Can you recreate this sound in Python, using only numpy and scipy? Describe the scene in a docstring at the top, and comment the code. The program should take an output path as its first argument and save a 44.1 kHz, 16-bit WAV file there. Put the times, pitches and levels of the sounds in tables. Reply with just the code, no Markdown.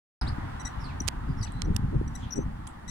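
"""A breezy garden, where a wooden whirligig turns close to a pair of microphones. Its axle sticks and slips,
squeaking about every three quarters of a second, and its loose blades knock lightly on the hub. Small birds
chirp behind it. Wind rumbles and pops on the microphones, a few sharp clicks land right beside the right one, a
last click gives the final blade knock its crisp edge, and far away the wind washes through the trees."""
import sys
import numpy as np
from scipy import signal
from scipy.fft import rfft, irfft
from scipy.io import wavfile
from scipy.ndimage import uniform_filter1d

SR = 44100
rng = np.random.default_rng(int(sys.argv[2]) if len(sys.argv) > 2 else 0)


def inscribe(sig):
    """Save sig as 16-bit PCM at rate SR to the path in sys.argv[1].

    A 1-D sig is mono; a 2-D sig holds one channel per row.
    Samples are clipped to [-1, 1] before scaling.
    """
    pcm = np.round(np.clip(np.atleast_2d(sig).T, -1, 1) * 32767)
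    wavfile.write(sys.argv[1], SR, pcm.astype(np.int16))


N = 127890
TIME = np.arange(N) / SR

# Levels in the tables are relative. Balance is left minus right.
# Likeness says how alike the two sides are: 1 the same, 0 unrelated, -1 opposite.
# axle squeaks (start [s], length [s], pitch [Hz], level [dB], balance [dB], brightness [dB per harmonic],
# purity [how far the strongest harmonic stands out], scoop [share of the pitch it starts below])
SQUEAKS = [(0.595, 0.027, 1980, -47, -15, -1, 0.93, 0.0049),
           (0.649, 0.013, 1977, -35.5, 12, 0.5, 1.8, 0.0053),
           (0.658, 0.025, 1972, -39.5, 9, -1, 1.07, 0.032),
           (1.426, 0.028, 1980, -40.5, 15, 1.5, 1.25, 0.015), (1.645, 0.019, 1966, -55, 3, -1, 3, 0.012),
           (2.075, .012, 1950, -49, -7, 3.5, 1.7, 0.0075), (2.15, 0.017, 1983, -43, 11, 1.5, 0.85, 0.037),
           (2.355, 0.03, 1970, -42.5, 11, 8, 2.8, 0), (2.877, .035, 1988, -42.5, 14, -.5, 1.07, 0.043)]
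# harmonics of a squeak, lowest first (level [dB])
SQUEAK_HARMONICS = [-2, -3, 4.5, -2, -9, -23]
# thin axle squeals
# (start [s], length [s], first pitch [Hz], middle pitch [Hz], last pitch [Hz], level [dB], balance [dB])
SQUEALS = [(1.001, 0.01, 6200, 5910, 5630, -30, 6), (2.306, 0.0089, 5850, 5900, 5960, -40.5, 15),
           (2.316, 0.031, 5890, 5780, 5730, -34.5, 7), (2.38, 0.062, 5990, 6040, 6280, -55.5, 1)]
# dry rubs of the axle (time [s], half width [s], level [dB], centre [Hz])
RUBS = [(.895, 0.032, -58.5, 3800), (2.19, 0.038, -62, 6370), (2.255, 0.046, -57, 3250)]
# knocks of the blades on the hub (time [s], level [dB])
KNOCKS = [(1.019, -16.5), (1.521, -18.5), (1.747, -17.5), (2.674, -6)]
# tone of a knock (frequency [Hz], level [dB])
KNOCK_SPECTRUM = [(300, -38), (1500, -20), (3400, -4), (4900, -26), (6500, -14.5), (7900, 0), (10200, -4),
                  (11200, -31), (16000, -28)]
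# bird chirps
# (start [s], length [s], first pitch [Hz], middle pitch [Hz], last pitch [Hz], level [dB], balance [dB])
CHIRPS = [(0.208, 0.017, 5380, 4960, 3660, -38.5, -3), (.263, 0.034, 3070, 4390, 5370, -45, 5),
          (0.792, 0.047, 5450, 5360, 5100, -58.5, -10), (0.83, 0.047, 5400, 4530, 3880, -51, -10),
          (0.878, 0.048, 3330, 2550, 2200, -56, -10), (1.265, 0.084, 5080, 4870, 4800, -70, 3),
          (1.364, 0.042, 5600, 5480, 5400, -60, -10), (1.402, 0.045, 6000, 4740, 4400, -49, -11),
          (1.445, 0.041, 3240, 2620, 2360, -55.5, -12), (1.465, 0.022, 5300, 3890, 2560, -53.5, -10),
          (1.49, 0.19, 4040, 4040, 4280, -64.5, -9), (2.222, 0.032, 3576, 3210, 2980, -54, -2)]
# sharp clicks; the last row is the crisp start of the final blade knock (time [s], level [dB], dull above [Hz],
# rattle level [dB])
CLICKS = [(1.0752, -18, 9000, -3), (1.0797, -1, 10500, -11), (1.0826, -7, 1600, -12),
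          (1.0838, 0, 9000, -13), (1.0859, -1, 10000, -13), (1.0861, 5, 3000, -14), (1.0863, 0, 6500, -12),
          (1.6195, -5, 7300, -18), (1.62043, -5, 7300, -18), (1.7641, -6.5, 8500, -3),
          (1.76522, -3.5, 11000, -8), (2.6703, -26, 9000, -2)]
# tone of a click (frequency [Hz], level [dB])
CLICK_SPECTRUM = [(60, 0), (400, -5.5), (1200, -4), (2800, 0.5), (6500, 4), (9000, 2.5), (11000, -3),
                  (13000, 3), (15000, 6), (17000, 0)]
# gusts on the microphones (time [s], level [dB])
GUSTS = [(.22, -33), (.39, -36), (.55, -41.5), (.73, -41.5), (1.26, -37), (1.32, -30.5), (1.42, -31.5),
         (1.5, -38.5), (1.61, -38), (1.68, -28), (1.77, -32.5), (1.98, -30.5), (2.06, -34.5), (2.22, -37),
         (2.32, -45), (2.42, -31.5), (2.56, -37.5), (2.77, -50), (2.89, -45.5)]
# deep rumble of the wind (frequency [Hz], level [dB])
RUMBLE_SPECTRUM = [(10, -23), (22, -2), (40, 3), (70, 1), (115, -0.5), (170, -7.5), (250, -12.5),
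                   (330, -25), (480, -30.5), (900, -57), (3000, -85.5)]
# higher flutter of the wind (frequency [Hz], level [dB])
FLUTTER_SPECTRUM = [(50, -17), (150, -4), (250, 4.5), (330, -3), (430, -23.5), (600, -14), (1500, -112)]
# how alike the wind is on both microphones (frequency [Hz], likeness [-1 to 1])
WIND_LIKENESS = [(30, 0.98), (130, 0.97), (250, 0.91), (500, 0.72)]
# brief puffs of wind (time [s], half width [s], level [dB])
PUFFS = [(1.692, 0.045, -37.5), (1.947, 0.017, -31.5), (2.385, 0.023, -32.5)]
# tone of a puff (frequency [Hz], level [dB])
PUFF_SPECTRUM = [(30, -21), (120, -2), (230, -0.5), (360, -1.5), (520, -13), (800, -22), (2000, -78)]
# swirls of air popping on the microphones (time [s], centre [Hz], level [dB])
POPS = [(.386, 179, -23), (.785, 59, -24), (1.0116, 220, -23.5), (1.292, 202, -28.5), (1.309, 148, -22.5),
        (1.685, 266, -21.5), (1.704, 123, -13.5), (1.7949, 145, -21), (1.965, 105, -16),
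        (2.0145, 265, -18.5), (2.382, 259, -17), (2.3909, 310, -14)]
# wind in the far trees (time [s], level [dB])
TREE_LEVELS = [(.22, -41), (.3, -46), (.95, -47.5), (1.15, -49.5), (2.0, -51.5), (2.89, -53.5)]
# tone of the trees (frequency [Hz], level [dB])
TREE_SPECTRUM = [(30, -40), (250, -1), (450, -8.5), (650, -4), (850, 3.5), (1300, -1.5), (1900, -6),
                 (2350, -15.5), (3200, -17.5), (4500, -23.5), (6500, -30.5), (9800, -33.5), (11500, -42.5),
                 (15500, -40.5)]
# which side the trees are louder on (frequency [Hz], balance [dB])
TREE_BALANCE = [(200, -15), (700, 7), (1290, -2), (2380, -4), (4400, -2), (8000, 1)]
# faint hiss (frequency [Hz], level [dB])
HISS_SPECTRUM = [(500, 14), (3000, -16), (6000, -3), (10000, 0.5), (11500, -5), (15500, -8)]
# how alike the background is on both sides (frequency [Hz], likeness [-1 to 1])
BACKGROUND_LIKENESS = [(100, 1), (300, 0.79), (640, -0.81), (1400, 0.5), (3100, -0.35), (6800, -0.086)]

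RASP_HZ = 650  # how fast the level trembles in squeaks, squeals and chirps


def axle_squeaks(scoop_s=.007, jitter=.008, flutter_db=2, fade_s=.004):
    """The axle sticks and slips: it scoops up to its pitch, and its upper harmonics rasp."""
    out = np.zeros((2, N))
    for start, length, hz, db, balance_db, brightness_db, purity, scoop in SQUEAKS:
        t = np.arange(0, length, 1 / SR)
        pitch = hz * (1 - scoop * np.exp(-t / scoop_s) + jitter * wander(len(t), 190))
        phase = 2 * np.pi * np.cumsum(pitch) / SR
        tone = np.zeros((2, len(t)))
        for k, harmonic_db in enumerate(SQUEAK_HARMONICS, 1):
            rasp = 1 + .075 * k * wander(len(t), RASP_HZ)
            wobble_db = flutter_db * np.array([wander(len(t), 75) for side in tone])
            tone += amp(purity * harmonic_db + brightness_db * k + wobble_db) * rasp * np.sin(k * phase)
        add(out, start, panned(amp(db) * fade_ends(t, length, fade_s) * unit(tone), balance_db))
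    return out


def axle_squeals():
    """The axle also squeals: thin, high tones that are almost pure."""
    return glides(SQUEALS, octave_db=-27.5, jitter=.008)


def axle_rubs(spread=.22):
    """When the axle slides without squeaking, friction makes a soft noise in one broad band."""
    out = np.zeros((2, N))
    for s, width, db, hz in RUBS:
        band = signal.butter(2, [hz * (1 - spread), hz * (1 + spread)], "band", fs=SR)
        friction = unit(signal.lfilter(*band, rng.standard_normal((2, N))))
        out += amp(db) * swell(s, width) * friction
    return out


def blade_knocks(decay_s=.0014):
    """Loose wooden blades tick against the hub, and each tick dies at once."""
    out, t = np.zeros((2, N)), TIME[:2048]
    for s, db in KNOCKS:
        burst = rng.standard_normal((2, len(t))) * np.exp(-t / decay_s)
        add(out, s, amp(db) * burst / np.linalg.norm(burst[0]))
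    return colour(out, KNOCK_SPECTRUM)


def bird_chirps():
    """Small birds give short, unsteady whistles, most of them falling in pitch."""
    return glides(CHIRPS, octave_db=-15.5, jitter=.017)


def sharp_clicks(boost_db=3, left_db=-31, rattle_s=.0014):
    """Dry snaps, most in tight clusters: each is a pulse with a tiny rattle, far to the right. The last one
    gives the final blade knock its crisp start."""
    out, t = np.zeros((2, N)), TIME[:512]
    for s, db, dull_hz, rattle_db in CLICKS:
        rattle = rng.standard_normal(len(t)) * np.exp(-t / rattle_s)
        snap = signal.unit_impulse(len(t)) + amp(rattle_db) * rattle / np.linalg.norm(rattle)
        snap = signal.lfilter(*signal.butter(3, dull_hz, fs=SR), snap)
        add(out, s, amp(db + boost_db) * amp([[left_db], [0]]) * snap)
    return colour(out, CLICK_SPECTRUM)


def microphone_wind(strong_gust_db=-28, flutter_growth=.44, crossing_s=.0007):
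    """Gusts hit the microphones with a lumpy rumble and a faster flutter, plus brief puffs and pops."""
    gust_db = np.interp(TIME, *np.transpose(GUSTS))
    rumble = flicker(noise(RUMBLE_SPECTRUM, WIND_LIKENESS), depth_db=3, rate_hz=28)
    rumble *= amp(gust_db + 3)
    flutter = flicker(noise(FLUTTER_SPECTRUM, WIND_LIKENESS), depth_db=4, rate_hz=86)
    flutter *= amp(-45.5 + flutter_growth * (gust_db - strong_gust_db))
    puff_gain = sum(amp(db) * swell(s, width) for s, width, db in PUFFS)
    puffs = puff_gain * noise(PUFF_SPECTRUM, WIND_LIKENESS)
    left, right = rumble + flutter + puffs + wind_pops()
    # the air reaches the right microphone a moment after the left
    return np.array([left, np.interp(TIME - crossing_s, TIME, right)])


def wind_pops(balance_db=5.5):
    """Each swirl of air gives one short swing of pressure; small swirls sound higher."""
    out, t = np.zeros((2, N)), TIME[:SR // 16]
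    for s, hz, db in POPS:
        u = (np.pi * hz * (t - t.mean())) ** 2
        swing = rng.choice([-1, 1]) * (1 - 2 * u) * np.exp(-u)
        add(out, s - t.mean(), panned(amp(db) * swing, balance_db))
    return out


def garden_echoes(x, gap_s=.002, fade_60_db_s=.13, echoes_per_s=2000):
    """Short, scattered echoes come back from the table, the ground and the hedge."""
    t = TIME[:SR // 2]
    echoes = rng.standard_normal((2, len(t))) * (rng.random((2, len(t))) < echoes_per_s / SR)
    echoes *= (t > gap_s) * amp(-60 * t / fade_60_db_s)
    echoes /= np.linalg.norm(echoes, axis=1, keepdims=True)
    return signal.oaconvolve(x, echoes, axes=1)[:, :N]


def distant_trees(boost_db=4, hiss_db=-66.5):
    """Wind washes through far trees and slowly eases, over a faint steady hiss."""
    level_db = np.interp(TIME, *np.transpose(TREE_LEVELS)) + boost_db
    trees = noise(TREE_SPECTRUM, BACKGROUND_LIKENESS, patchy_db=1, balance=TREE_BALANCE)
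    hiss = noise(HISS_SPECTRUM, BACKGROUND_LIKENESS)
    return amp(level_db) * trees + amp(hiss_db) * hiss


def glides(rows, octave_db, jitter):
    """Unsteady whistles, each sliding through three pitches, with a faint tone an octave above."""
    out = np.zeros((2, N))
    for start, length, first_hz, middle_hz, last_hz, db, balance_db in rows:
        progress = np.arange(0, length, 1 / SR) / length
        hz = np.polyval(np.polyfit([0, .5, 1], [first_hz, middle_hz, last_hz], 2), progress)
        phase = 2 * np.pi * np.cumsum(hz * (1 + jitter * wander(len(hz), 300))) / SR
        tone = unit(np.sin(phase) + amp(octave_db) * np.sin(2 * phase))
        rasp = 1 + 24 * jitter * wander(len(hz), RASP_HZ)  # a shakier pitch also rasps more
        add(out, start, panned(amp(db) * fade_ends(progress, 1, edge=.36) * rasp * tone, balance_db))
    return out


def noise(spectrum, likeness, patchy_db=0, balance=None, size=2048):
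    """Stereo noise with a given tone and likeness; patchy_db adds drifting louder and softer patches."""
    hz = np.fft.rfftfreq(size, 1 / SR)
    a, b, c, d, patches = rng.standard_normal((5, N * 4 // size + 5, len(hz)))
    patches = unit(uniform_filter1d(uniform_filter1d(patches, size=5, axis=0), size=16, axis=1))
    same = np.clip(read(likeness, hz), -1, 1)
    left = a + 1j * b
    right = same * left + np.sqrt(1 - same ** 2) * (c + 1j * d)
    frames = np.array([left, right]) * amp(read(spectrum, hz) + patchy_db * patches)
    if balance:
        frames *= amp(np.array([1, -1])[:, None, None] * read(balance, hz) / 2)
    _, sound = signal.istft(frames.swapaxes(1, 2), nperseg=size, noverlap=size * 3 // 4)
    return unit(sound[:, :N])


def colour(x, spectrum):
    """Gives a sound a tone, with a filter that rings only after each hit."""
    log_gain = np.log(amp(read(spectrum, abs(np.fft.fftfreq(2048, 1 / SR)))))
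    taps = np.fft.ifft(np.exp(np.conj(signal.hilbert(log_gain)))).real[:1024]
    return signal.oaconvolve(x, taps[None], axes=1)[:, :N]


def wander(count, rate_hz):
    """A smooth random wobble of about size one, mostly slower than rate_hz."""
    size = max(count, SR // 2)
    hz = np.fft.rfftfreq(size, 1 / SR)
    return unit(irfft(rfft(rng.standard_normal(size)) / (1 + (hz / rate_hz) ** 4), size))[:count]


def flicker(x, depth_db, rate_hz):
    """Makes the level waver at random around an average of one."""
    return unit(x * amp(depth_db * wander(N, rate_hz)))


def swell(s, width):
    """A bell-shaped rise and fall around time s."""
    return np.exp(-.5 * ((TIME - s) / width) ** 2)


def fade_ends(t, length, edge):
    """A smooth fade in and out, each as long as edge."""
    return np.sin(np.pi / 2 * np.clip(np.minimum(t, length - t) / edge, 0, 1)) ** 2


def panned(x, balance_db):
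    """Places a sound between left and right, keeping its power."""
    return unit(amp([[balance_db / 2], [-balance_db / 2]])) * x


def add(mix, s, sound):
    """Adds a stereo sound at time s."""
    part = mix[:, round(s * SR):][:, :sound.shape[1]]
    part += sound[:, :part.shape[1]]


def read(points, hz):
    """Reads between a table's points on a log-frequency axis."""
    f, value = np.transpose(points)
    return np.interp(np.log(hz + 1), np.log(f + 1), value)


def amp(db):
    """Turns decibels into a gain."""
    return 10 ** (np.asarray(db) / 20)


def unit(x):
    """Scales to an average (rms) level of one."""
    return x / np.sqrt(np.mean(x ** 2) + 1e-20)


def scene():
    """The whirligig and the birds with their echoes, plus clicks and wind."""
    squeaks, knocks = axle_squeaks(), blade_knocks()
    birds, squeals = bird_chirps(), axle_squeals()
    echoes = garden_echoes(amp(-13) * squeaks + amp(-17) * squeals + amp(-3) * birds + amp(-8) * knocks)
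    whirligig = squeaks + squeals + axle_rubs() + knocks
    return whirligig + birds + echoes + sharp_clicks() + microphone_wind() + distant_trees()


def record(dry, start_s=.2125, ceiling=.58, top_hz=16300):
    """Silence until the sound cuts in; the loudest clicks are squashed and the highest treble is cut."""
    fade_in = np.clip((TIME - start_s) / .001, 0, 1)
    squashed = ceiling * np.tanh(dry * fade_in / ceiling)
    lowpass = signal.firwin(255, top_hz, window=("kaiser", 9), fs=SR)
    return signal.oaconvolve(squashed, lowpass[None], "same", axes=1)


dry = scene()
out = record(dry)
inscribe(out)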